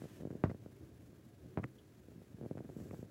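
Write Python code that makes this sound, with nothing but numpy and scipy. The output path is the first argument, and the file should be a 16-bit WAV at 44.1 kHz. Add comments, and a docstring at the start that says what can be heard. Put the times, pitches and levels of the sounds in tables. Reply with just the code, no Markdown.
"""Wet clay on a potter's wheel

Close to a slowly turning wheel, microphone in the hand. Working the clay gives flurries of soft taps,
two dull knocks, short scuffs and one tiny squeak. The blows travel through solid parts as bending
waves, treble first, so each falls in pitch. Behind them the wheel rumbles quietly under a thin hiss."""
import sys
import numpy as np
from scipy import signal
from scipy.fft import rfft, irfft
from scipy.io import wavfile
from scipy.ndimage import uniform_filter1d

SR = 44100
rng = np.random.default_rng(int(sys.argv[2]) if len(sys.argv) > 2 else 0)


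def log_audio(samples):
    """Write samples as a 16-bit WAV file to the path given in sys.argv[1]."""
    # one column per channel
    frames = np.atleast_2d(samples).T
    # limit to full scale, then quantise
    limited = np.clip(frames, -1, 1)
    pcm = np.round(limited * 32767).astype(np.int16)
    wavfile.write(sys.argv[1], SR, pcm)


N = 136710

# spectrum of the wheel's rumble and shudder: f/Hz, level/dB
WHEEL_COLOUR = [(20, -52), (40, -24), (60, 0), (90, 2), (125, 0), (170, -3.5), (240, -3), (320, -7),
                (420, -13), (520, -13.5), (680, -18.5), (900, -40.5), (1500, -41), (3000, -58),
                (16000, -89)]
# spectrum of wet clay fizzing and splashing: f/Hz, level/dB
FIZZ_COLOUR = [(1000, -16), (3000, 2), (4400, -1), (5800, -0.5), (7500, -14), (10000, -18), (15000, -18)]
BEND_MS, KNOCK_BEND_MS = 0.844, 0.9  # travel time of a bending wave at 1 kHz
BUILD_UP_S = 0.0083  # rise of the rattle, boom and reflections after a blow


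def undb(db):
    """Decibels to gain."""
    return 10 ** (np.asarray(db) / 20)


def colour(points, f):
    """Gain at the frequencies f of a spectrum of (f/Hz, level/dB) points."""
    hz, db = np.array(points, float).T
    return undb(np.interp(np.log(f + 1e-9), np.log(hz), db))


def noise(points):
    """Noise of a given colour, rms 1."""
    f = np.arange(N // 2 + 1) * SR / N
    y = irfft(rfft(rng.standard_normal(N)) * colour(points, f), N)
    return y / y.std()


def ring(hz, width_hz):
    """Noise ringing in one resonance, rms 1."""
    y = signal.lfilter(*signal.iirpeak(hz, hz / width_hz, fs=SR), rng.standard_normal(N))
    return y / y.std()


def walk(rate_hz):
    """Smooth random wander, spread near 1."""
    hold = int(SR / rate_hz)
    steps = rng.standard_normal(2048)[np.arange(N) // hold]
    return uniform_filter1d(uniform_filter1d(steps, hold), hold) * np.sqrt(2)


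def curve(points):
    """Gain over time from (t/s, level/dB) points."""
    return undb(np.interp(np.arange(N) / SR, *np.array(points).T))


def fade(t, t60):
    """Exponential decay from t = 0, down 60 dB after t60 seconds."""
    return (t >= 0) * np.exp(-np.log(1000) * np.maximum(t, 0) / t60)


def add(out, start, sound):
    """Mix a sound in at a time in seconds."""
    i = int(round(start * SR))
    out[i:i + len(sound)] += sound[:N - i]


def blow(points, contact_ms, bend_ms, size=4096):
    """One push, peak 1: longer contact is duller; bending waves lag as 1 / sqrt(f), so it chirps down."""
    f = np.arange(size // 2 + 1) * SR / size
    khz = f / 1000
    gain = colour(points, f) / np.sqrt(1 + (khz * contact_ms) ** 10)
    cepstrum = irfft(np.log(gain + 1e-6))
    minimum_phase = np.exp(rfft(2 * cepstrum[:size // 2], size) - cepstrum[0])
    lead_ms = min(0.48, bend_ms) / 4  # brings the whole chirp forward
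    lag_cycles = 2 * bend_ms * np.sqrt(khz) - lead_ms * khz
    y = irfft(minimum_phase * np.exp(-2j * np.pi * lag_cycles))[:size // 2]
    return y / np.abs(y).max()


def wheel():
    """The turning wheel rumbles unevenly and keeps a few resonances ringing."""
    # course of the rumble: t/s, level/dB
    rumble_level = [(0, -57), (.15, -55), (.3, -53), (.5, -53.5), (.63, -60), (.72, -58), (.87, -57),
                    (1.07, -59.5), (1.16, -57.5), (1.3, -61.5), (1.5, -54.5), (1.72, -58.5), (2, -59.5),
                    (2.3, -58.5), (2.45, -54.5), (2.7, -55.5), (2.83, -51.5), (3.1, -56.5)]
    # wheel resonances: f/Hz, width/Hz, level/dB relative to that course
    resonances = [(98.3, 15, -11.5), (125.5, 9.5, -9), (310.8, 10, -12), (367.3, 14, -14), (420, 13, -17.5),
                  (1621, 70, -29)]
    flutter_db = 2.5
    rumble = undb(-1.5) * noise(WHEEL_COLOUR) * undb(flutter_db * walk(rate_hz=39.92))
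    ringing = sum(undb(db) * ring(hz, width) for hz, width, db in resonances)
    return curve(rumble_level) * (rumble + ringing)


def hiss():
    """Thin, flickering hiss that swells twice: full-bodied at the start, brighter near the end."""
    # spectra of the steady bed and the two swells: f/Hz, level/dB
    bed_colour = [(100, 9.5), (1000, 6.5), (1900, 4.5), (3000, 1), (5000, -1.5), (7600, -1.5), (8700, -7),
                  (10200, -1), (11000, -5), (12300, -2.5), (13500, -7), (15500, -2.5)]
    full_colour = [(200, -24), (1000, 7), (1500, 6), (1800, 10.5), (2200, 5), (3000, 6), (4200, 0.5),
                   (6000, 1.5), (7800, 0), (8500, -1.5), (12000, -1), (15500, -7)]
    bright_colour = [(200, -11), (1000, 8.5), (2600, 3.5), (4200, -1), (6000, 3.5), (7900, 7), (8300, -2),
                     (12000, 1), (15500, 0)]
    # course of each swell: t/s, level/dB
    full_level = [(0, -68), (.11, -69), (.17, -67), (.22, -73), (.28, -93), (.4, -130)]
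    bright_level = [(2.5, -120), (2.66, -88), (2.73, -76.5), (2.79, -70), (2.89, -73.5), (2.96, -70),
                    (3.02, -75.5), (3.1, -99)]
    bed_db, flicker_db = -73, 1.13
    swells = curve(full_level) * noise(full_colour) + curve(bright_level) * noise(bright_colour)
    return (undb(bed_db) * noise(bed_colour) + swells) * undb(flicker_db * walk(rate_hz=150))


def taps():
    """Each tap is a dull falling thud with a small tick on top; reflections trail it briefly."""
    # soft handling taps: t/s, thud level/dB, contact/ms, tick level/dB
    touches = [(0.018, -37.5, 1.55, -51), (0.033, -45, 2.25, -63), (0.039, -38, 1.9, -56),
               (.053, -38, 1.6, -56), (0.062, -49, 1.9, -68), (.201, -43.5, 1.45, -59),
               (0.206, -39, 1.86, -64), (0.22, -40, 1.8, -63), (.232, -38.5, 1.64, -62),
               (0.2514, -30.5, 1.7, -54), (.271, -35, 1.7, -73), (0.304, -34.5, 1.83, -53),
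               (0.3117, -41, 2.1, -49.5), (0.326, -37, 2.1, -69), (0.335, -46, 1.3, -70),
               (0.3514, -33.5, 2, -65), (0.4965, -36, 1.5, -49), (.513, -34.5, 1.33, -49),
               (0.545, -39.5, 1.75, -57), (0.66, -38.5, 1.63, -57), (1.129, -49.5, 1.6, -74),
               (1.457, -44.5, 2.4, -70), (2.083, -42.5, 1.93, -63), (2.117, -52, 1.4, -71),
               (2.157, -45, 3.1, -71), (2.176, -44.5, 3.45, -70), (2.217, -47, 1.46, -65),
               (2.34, -42.5, 4.4, -66), (2.384, -48.5, 1.7, -68), (2.4109, -35.5, 1.68, -56.5),
               (2.426, -39.5, 1.65, -60), (2.434, -37.5, 2.2, -58), (2.443, -42, 1.54, -67),
               (2.451, -41, 1.35, -58), (2.4597, -35.5, 1.6, -58), (2.51, -29.5, 1.67, -53),
               (2.518, -42, 1.7, -69), (2.552, -37.5, 1.78, -66), (2.572, -35.5, 1.4, -54),
               (2.5797, -43, 1.3, -46.5), (2.589, -38.5, 2.9, -48.5), (2.604, -35.5, 1.5, -58),
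               (2.645, -43.5, 1.86, -60), (2.652, -43.5, 3.6, -57), (2.6905, -42, 1.43, -56),
               (2.698, -41, 1.36, -59), (2.7635, -36, 2.06, -64), (2.786, -41, 1.83, -67),
               (2.800, -40, 1.54, -58), (2.808, -38.5, 3.1, -62), (2.820, -42, 2.05, -63),
               (2.858, -44.5, 1.7, -73), (2.9098, -37, 1.77, -68), (2.931, -39, 1.48, -73),
               (2.937, -39, 1.43, -64), (2.943, -42, 1.05, -51.5), (2.989, -38, 2.5, -64),
               (3.027, -37, 1.7, -60)]
    # spectra of the thud and the tick: f/Hz, level/dB
    thud_colour = [(10, -59), (25, -40.5), (50, -17.5), (90, 1), (160, 4.5), (300, 0.5), (450, -2),
                   (1000, -8), (16000, -20.5)]
    tick_colour = [(30, -41), (100, -9), (500, 5), (900, -0.5), (1600, 2), (2600, -13), (4000, -24),
                   (8000, -24), (16000, -53)]
    out = np.zeros(N)
    bends = BEND_MS * np.exp(0.12 * rng.standard_normal(len(touches)))  # taps land at different distances
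    for (start, thud_db, contact_ms, tick_db), bend_ms in zip(touches, bends):
        add(out, start, undb(thud_db) * blow(thud_colour, contact_ms, bend_ms))
        add(out, start, undb(tick_db) * blow(tick_colour, 0, bend_ms))
    t = np.arange(SR // 4) / SR
    tail = rng.standard_normal(len(t)) * fade(t, t60=0.15) * (1 - np.exp(-t / BUILD_UP_S))
    reflections = signal.fftconvolve(out, tail / np.linalg.norm(tail))[:N]
    return out + undb(-27) * reflections


def knocks():
    """Two hard blows make the frame boom and rattle and the wet clay splash; softer pushes thud low."""
    # hard blows: t/s, level/dB, contact/ms, rattle level/dB, boom level/dB, splash level/dB
    hits = [(0.438, -18.5, 0.4, -30, -40, -64), (1.5735, -25, 0.37, -36, -45.5, -76)]
    # soft low thuds, some just after the knocks, others as a scuff pushes and lets go:
    # t/s, level/dB, contact/ms
    soft_thuds = [(0.4443, -38.5, 0.98), (0.451, -41, 1.1), (0.458, -34, 1.35), (0.467, -38, 4.4),
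                  (0.478, -37, 4.1), (.511, -46, 5.1), (1.5857, -33.5, 0.89), (1.595, -34, 1.6),
                  (1.621, -43, 6.8), (1.642, -37, 1.83), (1.646, -41, 6.9)]
    # modes of the frame: f/Hz, level/dB relative to the boom, t60/s
    frame_modes = [(95.4, 1.5, 0.27), (118.8, -7, 0.37), (199, -5.5, 0.21), (254, -10, 0.13),
                   (490, -6, 0.053), (760, -3, 0.064)]
    # spectra of the knock and the rattle: f/Hz, level/dB
    knock_colour = [(10, -55), (25, -41), (60, 0.5), (110, 4), (180, 3.5), (350, -1), (550, -7.5),
                    (900, -13.5), (1500, -21), (3000, -32.5), (6000, -31), (16000, -13)]
    rattle_colour = [(20, -45), (45, -36), (90, 8), (300, 6.5), (600, 4), (1100, -0.5), (2000, -11),
                     (3200, -27), (6500, -44), (10000, -56), (16000, -62)]
    out, rattle, splash = np.zeros(N), noise(rattle_colour), noise(FIZZ_COLOUR)
    for start, db, contact_ms, rattle_db, boom_db, splash_db in hits:
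        t = np.arange(N) / SR - start
        add(out, start, undb(db) * blow(knock_colour, contact_ms, KNOCK_BEND_MS))
        boom = sum(undb(mode_db) * np.sin(2 * np.pi * hz * t) * fade(t, t60)
                   for hz, mode_db, t60 in frame_modes)
        build_up = 1 - np.exp(-np.maximum(t, 0) / BUILD_UP_S)
        out += build_up * (undb(rattle_db) * rattle * fade(t, t60=0.08) + undb(boom_db) * boom)
        out += undb(splash_db) * splash * fade(t, t60=0.094)
    for start, db, contact_ms in soft_thuds:
        add(out, start, undb(db) * blow(knock_colour, contact_ms, KNOCK_BEND_MS))
    return out


def scuffs():
    """Short gritty slips that let go with a sticky snap; fine fizz on top, a low shudder around each."""
    # slips: peak t/s, rise/s, fall/s, grit level/dB, fizz level/dB, shudder level/dB, snap level/dB
    slips = [(0.503, 0.0045, 0.0064, -59.5, -70, -44, -67),
             (1.6407, 0.0038, 0.0027, -48, -72.5, -41, -34.5),
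             (2.9099, 0.0013, 0.0015, -56.5, -82, -60, -49.5)]
    # spectrum of the grit and the snap: f/Hz, level/dB
    grit_colour = [(30, -29), (100, -21), (700, -1), (1200, 9.5), (1600, 0.5), (1900, 7.5), (2600, 0.5),
                   (3100, -11.5), (4000, -28), (9000, -22.5), (16000, -46)]
    shudder_width_s = 0.0078
    out, grit, fizz, shudder = np.zeros(N), noise(grit_colour), noise(FIZZ_COLOUR), noise(WHEEL_COLOUR)
    for peak, rise, fall, grit_db, fizz_db, shudder_db, snap_db in slips:
        t = np.arange(N) / SR - peak
        envelope = np.exp(-np.abs(t) / np.where(t < 0, rise, fall))
        out += (undb(grit_db) * grit + undb(fizz_db) * fizz) * envelope
        out += undb(shudder_db) * shudder * np.exp(-(t / shudder_width_s) ** 2 / 2)
        add(out, peak, undb(snap_db) * blow(grit_colour, 0, BEND_MS))
    return out


def rubs():
    """Now and then something rubs as the wheel turns: a faint, wavering tone that arches in pitch."""
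    # rubbing tones: t/s, length/s, f/Hz, pitch rise as a share of f, level/dB
    tones = [(0.718, 0.14, 386.7, 0.012, -60.5), (0.785, 0.18, 322.6, 0.0086, -61),
             (1.215, 0.19, 662, 0.073, -78), (1.701, .18, 421, 0.0075, -67)]
    out = np.zeros(N)
    waver = 1 + 0.0095 * walk(rate_hz=108)
    for start, length, hz, arch, db in tones:
        hump = np.sin(np.linspace(0, np.pi, int(length * SR)))
        pitch = hz * (1 + arch * hump) * waver[:len(hump)]
        add(out, start, undb(db) * hump * np.sin(2 * np.pi * np.cumsum(pitch) / SR))
    return out


def squeak():
    """One tiny, rough squeak of wet clay."""
    # narrow noise band of the squeak: f/Hz, level/dB
    band = [(2200, -54), (2900, -12), (3150, -8), (3500, -10), (4200, -33)]
    start_s, level_db = 1.784, -65
    return undb(level_db) * noise(band) * fade(np.arange(N) / SR - start_s, t60=0.076)


def scene():
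    """Handling and background reach one microphone close to the wheel."""
    return (taps() + knocks() + scuffs() + wheel() + rubs() + squeak() + hiss())[None]


def record(dry):
    """The microphone drops the deepest bass; the recorder cuts the top steeply."""
    low_cut_hz, top_hz = 63.4, 15750
    microphone = signal.butter(2, low_cut_hz, "high", fs=SR, output="sos")
    recorder = signal.ellip(10, .1, 70, top_hz, fs=SR, output="sos")
    return signal.sosfilt(recorder, signal.sosfilt(microphone, dry))


dry = scene()
out = record(dry)
log_audio(out)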